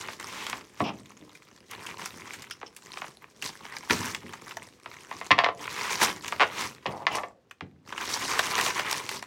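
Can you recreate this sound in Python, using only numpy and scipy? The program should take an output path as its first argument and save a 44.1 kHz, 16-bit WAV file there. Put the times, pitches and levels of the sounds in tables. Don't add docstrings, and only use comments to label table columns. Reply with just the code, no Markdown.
import sys
import numpy as np
from scipy import signal
from scipy.fft import rfft, irfft, next_fast_len
from scipy.io import wavfile
from scipy.ndimage import map_coordinates

SR = 44100
rng = np.random.default_rng(int(sys.argv[2]) if len(sys.argv) > 2 else 0)


def master_out(mix):
    frames = np.transpose(np.atleast_2d(mix))
    ceiling = np.clip(frames, -1, 1)
    pcm = np.round(ceiling * 32767).astype(np.int16)
    wavfile.write(sys.argv[1], SR, pcm)


N = 408366
TIME = np.arange(N) / SR
TOP_HZ = 16200

# [start t/s, length t/s, crinkle drive level/dB, treble re drive level/dB]
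GRIPS = [(0, .13, -43, -2), (0.203, 0.37, -43, -5), (0.787, 0.029, -44, -6.5), (1.709, .23, -46, -5.5),
         (1.997, 0.052, -41, -2.5), (2.16, 0.27, -47.5, -5.5), (2.849, 0.24, -53.5, -0.5),
         (3.449, 0.035, -42, 3), (3.611, 0.23, -48, -2), (3.91, .18, -35, -4), (4.227, .43, -51.5, -4.5),
         (4.895, 0.12, -51.5, -5), (5.112, 0.15, -48.5, -2), (6.243, 0.22, -42, -5),
         (6.527, 0.13, -36.5, -5), (6.83, 0.18, -56, -3), (7.124, 0.03, -53.5, 13)]
# [start t/s, length t/s, final drive level/dB, treble re drive level/dB]
TUGS = [(5.593, 0.35, -32, -4.5), (6.017, 0.024, -22.5, -3.5), (7.887, 0.14, -42, -5.5),
        (8.005, 0.15, -34.5, 0.5), (8.2, 0.19, -29.5, -2.5), (8.435, 0.25, -27.5, -3.5),
        (8.751, 0.046, -31, -7), (8.864, .11, -34, -5.5), (9.024, 0.13, -39.5, -1)]
# [t/s, level/dB, colour f/Hz, t60 t/s (short tick, long crunch)]
SNAPS = [(.199, -37, 2650, 0.012), (.466, -29.5, 2000, 0.012), (.498, -33.5, 3700, 0.012),
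         (1.351, -45.5, 2550, .04), (1.712, -38.5, 3900, .023), (1.864, -36.5, 3030, 0.048),
         (2.058, -30, 3150, 0.018), (2.333, -37.5, 3200, 0.12), (2.421, -40, 3770, .04),
         (2.51, -32.5, 2900, 0.017), (2.764, -40.5, 4500, .033), (3.423, -29, 2700, .046),
         (3.766, -31.5, 2200, 0.03), (3.897, -23, 1910, 0.028), (3.907, -15, 1766, 0.026),
         (4.147, -26.5, 2510, 0.02), (4.334, -35.5, 2030, 0.033), (4.51, -38.5, 2080, .02),
         (4.569, -31, 1780, 0.023), (6.013, -25, 1690, .05), (6.28, -29.5, 2780, 0.021),
         (7.51, -39.5, 2200, 0.037), (7.924, -30, 1500, 0.053), (7.978, -29, 1790, 0.033),
         (8.392, -17, 2080, 0.027), (8.5536, -26, 3420, .006), (8.6117, -24.5, 2970, .01),
         (8.795, -23, 1780, .014), (8.9128, -26, 4200, 0.0057), (8.928, -23.5, 2430, .0085),
         (9.0909, -26.5, 3160, 0.015), (9.225, -32, 2180, .024)]
# [start t/s, length t/s, level at the middle level/dB]
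SWISHES = [(0.236, 0.36, -41), (5.68, 0.31, -38.5), (6.541, .14, -34.5)]
# [t/s, level/dB, centre f/Hz]
KNOCKS = [(.085, -30.5, 1600), (.529, -25.5, 1900), (1.988, -42.5, 1400), (2.016, -36.5, 1600),
          (2.614, -40, 1500), (2.629, -32.5, 750), (2.972, -32, 1920), (3.018, -29, 1630),
          (3.042, -35, 1200), (4.859, -33.5, 1600), (6.323, -24.5, 1400), (7.608, -32, 1650),
          (8.664, -23.5, 1610)]
# [t/s, level/dB, hardness as f/Hz, higher is harder]
CONTACTS = [(0.8037, -20, 1070), (5.113, -29.5, 1380), (5.2129, -30, 1430), (5.3066, -13.5, 1330),
            (5.3125, -12.5, 1800), (5.3164, -10.5, 1900), (5.3809, -23, 1180), (5.3885, -11, 1700),
            (5.4378, -19.5, 1350), (5.444, -17, 2170), (5.4625, -18, 1210), (5.487, -20.5, 1090),
            (6.8569, -24.5, 960), (6.863, -25.5, 2000), (7.0676, -15, 1900), (7.149, -27.5, 1200),
            (7.17, -28, 1100), (7.184, -27, 1300), (7.2341, -29, 1040)]
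# [start t/s, length t/s, level/dB, centre f/Hz]
SCRAPES = [(0.838, 0.058, -39, 3130), (2.508, 0.019, -42, 5660), (2.663, 0.0045, -45.5, 5960),
           (7.112, 0.046, -38.5, 2390)]
# [start t/s, length t/s, level/dB, centre f/Hz]
SLIDES = [(0.841, 0.088, -36.5, 810), (6.856, 0.22, -40.5, 760), (7.065, 0.177, -36.5, 820)]
# [t/s, level/dB, centre f/Hz]
THUMPS = [(.806, -28.5, 270), (1.215, -49, 330), (3.902, -28.5, 290), (3.986, -35.5, 130),
          (4.235, -45, 280), (5.308, -32.5, 200), (6.015, -35, 278), (6.866, -37.5, 150), (7.619, -42, 170)]

# [f/Hz, width f/Hz, relative level/dB]
BLADE_MODES = [(2740, 580, -2.5), (5400, 490, -5.5)]
# [f/Hz, relative level/dB]
KNIFE_MODES = [(712, -4), (1059, 1.5), (1156, 3), (1340, -4), (1820, -1), (2070, -1), (2960, -5)]
# [f/Hz, relative level/dB, t60 t/s]
BOOM_MODES = [(88, -2, .16), (143, -4, 0.25), (189.6, -4, 0.23), (308.5, 0.5, 0.091)]

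# [f/Hz, relative level/dB]
FILM = [(100, -31.5), (400, 0.5), (620, -12), (1000, 4.5), (1450, -2), (2100, 2.5), (3800, -4), (7000, -22),
        (16000, -27.5)]
# [f/Hz, relative level/dB]
FIZZ = [(1500, -5.5), (3800, 6), (5800, 7), (9500, -3.5), (16000, -14)]
# [f/Hz, relative level/dB]
SNAP = [(150, -4), (1000, 5.5), (2200, 3.5), (4000, -4), (6000, -2.5), (16000, -12)]
# [f/Hz, relative level/dB]
TAUT = [(100, -1), (450, 3), (1100, 5), (1600, -1.5), (2300, 1), (5000, -12), (13000, -35)]
# [f/Hz, relative level/dB]
KNOCK = [(100, -22), (450, 4), (950, 7), (1550, 0), (1950, 7), (3300, 0), (5200, -7), (16000, -54.5)]
# [f/Hz, relative level/dB]
HOLLOW = [(55, -10), (95, -2.5), (160, -1.5), (420, -2), (620, -10), (1500, -45.5)]
# [f/Hz, relative level/dB]
AIR = [(60, -2), (1000, -8), (5000, -21), (16000, -43)]
# [f/Hz, t60 t/s]
ROOM = [(150, 1), (1000, 0.19), (3000, 0.18), (9000, 0.23)]

GRIP_ATTACK_S, GRIP_RELEASE_S = 0.11, 0.29
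TUG_DB_PER_S = 33.5
BED_DB, BED_TREBLE_DB = -60.5, -1.5
BED_DROP_S, BED_DROP_DB = 7.26, -18.5
JUDDER_S, JUDDER_GAP_S, JUDDER_DB, JUDDER_HZ = 6.3965, .0072, -14, 1500


def held(start, length):
    before = np.maximum(start - TIME, 0) / GRIP_ATTACK_S
    after = np.maximum(TIME - start - length, 0) / GRIP_RELEASE_S
    return -60 * np.minimum(before + after, 2)


def handling():
    bed_db = BED_DB + np.maximum(held(0, BED_DROP_S), BED_DROP_DB)
    moves = [(bed_db, BED_TREBLE_DB)]
    for start, length, db, treble in GRIPS:
        moves.append((db + held(start, length), treble))
    for start, length, db, treble in TUGS:
        slack_db = TUG_DB_PER_S * np.maximum(start + length - TIME, 0)
        moves.append((db - slack_db + held(start, length), treble))
    body = summed([db for db, _ in moves])
    return body, summed([db + treble for db, treble in moves])


def crinkle(level, treble, life=0.0027, spread_db=7, rub=0.72, body_db=-1, fizz_db=-1, count=3):
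    rate = np.minimum(800 * amp(.7 * (level + 45.5) + 6 * wobble(50)), 3000)
    pushes = grains(rate, spread_db)
    at = np.flatnonzero(pushes)
    k = np.arange(SR // 220)
    pops = np.zeros(N)
    for _ in range(count):
        hz = 700 * (TOP_HZ / 700) ** rng.random(N)[at, None]
        t60 = life * np.sqrt(TOP_HZ / hz)
        tone = np.sin(2 * np.pi * hz * k / SR)
        ring = pushes[at, None] * np.sqrt(hz) * tone * amp(-60 * k / SR / t60)
        pops += np.bincount((at[:, None] + k).ravel(), ring.ravel(), N)[:N]
    film = unit(pops) + rub * rng.standard_normal(N)
    body = unit(coloured(film, lambda f: along(FILM, f)))
    fizz = unit(coloured(film, lambda f: along(FIZZ, f)))
    body_gain = amp(level + body_db + 2.52 * wobble(35))
    fizz_gain = amp(treble + fizz_db + 3.2 * wobble(35))
    return amp(1.3 * wobble(22)) * (body_gain * body + fizz_gain * fizz)


def snaps(settle=0.066, settle_db=-17, slope_db=8, ripple_db=3):
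    out, t = np.zeros(N), np.arange(SR // 12) / SR
    bands = np.geomspace(SNAP[0][0], TOP_HZ, num=20)
    for s, db, hz, life in SNAPS:
        burst, ticks = rng.standard_normal((2, len(t)))
        crease = np.column_stack([bands, ripple_db * rng.standard_normal(len(bands))])
        settling = unit(ticks ** 3) * np.sqrt(life / settle) * amp(settle_db - 60 * t / settle)
        pop = burst * amp(-60 * t / life) + settling
        colour = lambda f: along(SNAP, f) + along(crease, f) + hump(f, hz * hz / 2200, slope_db)
        add(out, s, blow(coloured(pop, colour), db))
    return out


def judder(count=8, scatter_s=.0011):
    k = np.arange(count)
    strength = np.sin(np.pi * ((k + .5) / count) ** 0.68)
    scatter = scatter_s * np.sqrt(k / count) * rng.standard_normal(count)
    times = JUDDER_S + JUDDER_GAP_S * k + scatter
    return [(s, JUDDER_DB + 20 * np.log10(a), JUDDER_HZ) for s, a in zip(times, strength)]


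def knocks(echo_s=.0028, echo_db=-5, stuffing_db=-32, t60=.1, slope_db=8):
    out, t = np.zeros(N), np.arange(SR // 8) / SR
    for s, db, hz in KNOCKS + judder():
        push = (t == 0) + amp(stuffing_db - 60 * t / t60) * rng.standard_normal(len(t))
        add(push, echo_s * amp(2 * rng.normal()), amp([echo_db]))
        knock = coloured(push, lambda f: along(TAUT, f) + hump(f, hz, slope_db))
        add(out, s, blow(knock, db))
    return out


def swishes(treble_db=-14):
    out = np.zeros(N)
    colour = lambda f: summed([along(FILM, f), along(FIZZ, f) + treble_db])
    for s, length, db in SWISHES:
        hiss = unit(coloured(rng.standard_normal(round(length * SR)), colour))
        add(out, s, amp(db) * hiss * signal.windows.cosine(len(hiss)))
    return out


def padding(level, low_db=-54.5, follow=0.5):
    rumble = unit(coloured(grains(420, spread_db=5.5), lambda f: along(HOLLOW, f)))
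    return rumble * amp(low_db + follow * (level + 47.0))


def knife(chatter_db=-26, chatter_t60=.06, ring_db=-40, ring_t60=0.12, slope_db=9, detune=.007, blur_hz=35):
    out, t = np.zeros(N), np.arange(SR // 5) / SR
    for s, db, hz in CONTACTS:
        ring = np.zeros(len(t))
        for f, level in KNIFE_MODES:
            drift = np.cumsum(rng.standard_normal(len(t))) * np.sqrt(2 * np.pi * blur_hz / SR)
            a, b = rng.standard_normal(2)
            decay = amp(level + 2 * a - 60 * t * f / 1000 / ring_t60)
            ring += decay * np.sin(2 * np.pi * f * (1 + detune * b) * t + drift)
        hardness = hz / 1500
        chatter = unit(rng.laplace(size=len(t))) * amp(chatter_db - 60 * t / chatter_t60) / hardness
        crack = (t == 0) + chatter + amp(ring_db) * ring
        hit = coloured(crack, lambda f: along(KNOCK, f) + hump(f, hz * hardness, slope_db))
        add(out, s, blow(hit, db))
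    return out


def slides(slope_db=30, rumble_db=-31):
    out = np.zeros(N)
    for s, length, db, hz in SLIDES:
        slips = grains(980, spread_db=2.5)[:round(length * SR)]
        handle = lambda f: along(KNOCK, f) + hump(f, hz, slope_db)
        colour = lambda f: summed([handle(f), along(HOLLOW, f) + rumble_db])
        scrape = unit(coloured(slips, colour))
        add(out, s, amp(db) * scrape * signal.windows.tukey(len(scrape), .5))
    return out


def blade(slope_db=22, t60=0.06):
    out, t = np.zeros(N), np.arange(SR // 5) / SR

    def steel(f):
        return summed([db - 20 * np.log10(1 + ((f - centre) / width) ** 2)
                       for centre, width, db in BLADE_MODES])

    for s, length, db, hz in SCRAPES:
        ring = unit(coloured(rng.standard_normal(len(t)), lambda f: steel(f) + hump(f, hz, slope_db)))
        add(out, s, ring * amp(db - 60 * np.maximum(t - length, 0) / t60))
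    return out


def thumps(t60=0.22, rise=0.0043, ring_db=-3.5, slope_db=9, spread_db=2):
    out, t = np.zeros(N), np.arange(SR // 3) / SR
    for s, db, hz in THUMPS:
        noise = rng.standard_normal(len(t))
        push = unit(coloured(noise, lambda f: along(HOLLOW, f))) * amp(-60 * t / t60)
        ring = np.zeros(len(t))
        for f, level, life in BOOM_MODES:
            decay = amp(level + spread_db * rng.normal() - 60 * t / life)
            ring += decay * np.sin(2 * np.pi * (f * t + rng.random()))
        landing = (push + amp(ring_db) * ring) * (1 - np.exp(-t / rise))
        boom = coloured(landing, lambda f: hump(f, hz, slope_db))
        add(out, s, blow(boom, db, size=1500))
    return out


def bent(x, lag, corner_hz=650):
    size = next_fast_len(N + SR // 2)
    phase = 2 * np.pi * lag * corner_hz * np.log1p(np.fft.rfftfreq(size, 1 / SR) / corner_hz)
    return irfft(rfft(x, size) * np.exp(-1j * phase), size)[:N]


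def room(x, wet_db, early_db, count=7, size=8192):
    out, window = np.zeros(N + size), signal.windows.hann(2 * size, sym=False)
    padded = np.pad(x, (size, 2 * size))
    for start in range(0, N + size, size):
        hz, t, z = signal.stft(rng.standard_normal(SR // 2), SR, nperseg=256)
        decay = amp(-60 * t / along(ROOM, hz)[:, None])
        tail = signal.istft(z * decay, SR, nperseg=256)[1]
        answer = np.pad(amp(wet_db) * tail / np.linalg.norm(tail), (SR // 200, 0))
        for delay in rng.uniform(0.0046, .02, count):
            add(answer, delay, amp([early_db - 300 * delay]) * rng.choice([-1, 1]))
        block = padded[start:start + 2 * size] * window
        add(out, start / SR, signal.fftconvolve(block, answer))
    return x + out[size:]


def background_air(level_db=-72.0):
    return amp(level_db) * unit(coloured(rng.standard_normal(N), lambda f: along(AIR, f)))


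def amp(db):
    return 10 ** (np.asarray(db) / 20)


def summed(levels_db):
    return 10 * np.log10(np.sum(10 ** (np.array(levels_db) / 10), axis=0))


def unit(x):
    return x / np.sqrt(np.mean(x ** 2) + 1e-20)


def along(points, hz):
    f, v = np.transpose(points)
    return np.interp(np.log(hz + 1), np.log(f), v)


def hump(hz, centre, slope_db):
    return -slope_db * np.hypot(np.log2((hz + 1) / centre), 1)


def coloured(x, gain_db):
    size = 2 * next_fast_len(len(x) // 2 + 1024)
    cepstrum = irfft(np.log(amp(gain_db(np.fft.rfftfreq(size, 1 / SR))) + 1e-6))
    cepstrum[1:size // 2] *= 2
    cepstrum[size // 2 + 1:] = 0
    return irfft(rfft(x, size) * np.exp(rfft(cepstrum)))[:len(x)]


def wobble(rate):
    return map_coordinates(rng.standard_normal(int(N * rate / SR) + 4), [TIME * rate])


def grains(rate, spread_db):
    hit = rng.random(N) < rate / SR
    size = unit(amp(spread_db * np.clip(rng.standard_normal(N), -2, 2)))
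    return hit * size * rng.choice([-1, 1], N) * np.sqrt(SR / rate)


def blow(x, db, size=176):
    return x * amp(db) / np.sqrt(np.mean(x[:size] ** 2))


def add(track, s, sound):
    part = track[round(s * SR):][:len(sound)]
    part += sound[:len(part)]


def scene():
    level, treble = handling()
    film = bent(crinkle(level, treble) + snaps(), lag=0.002795)
    film += bent(knocks(), lag=0.02602, corner_hz=99.3) + swishes()
    parcel = room(film + padding(level) + thumps(), wet_db=-10.5, early_db=-22.0)
    clatter = bent(knife(), lag=0.01284, corner_hz=101)
    desk = room(clatter + slides() + blade(), wet_db=-10.0, early_db=-18.5)
    return (parcel + desk + background_air())[None]


def record(dry, low_hz=52):
    highpass = signal.butter(7, low_hz, "highpass", fs=SR, output="sos")
    rounded = np.tanh(signal.sosfilt(highpass, dry))
    size = next_fast_len(N + SR // 2)
    passed = np.fft.rfftfreq(size, 1 / SR) < TOP_HZ
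    return irfft(rfft(rounded, size) * passed, size)[:, :N]


dry = scene()
out = record(dry)
master_out(out)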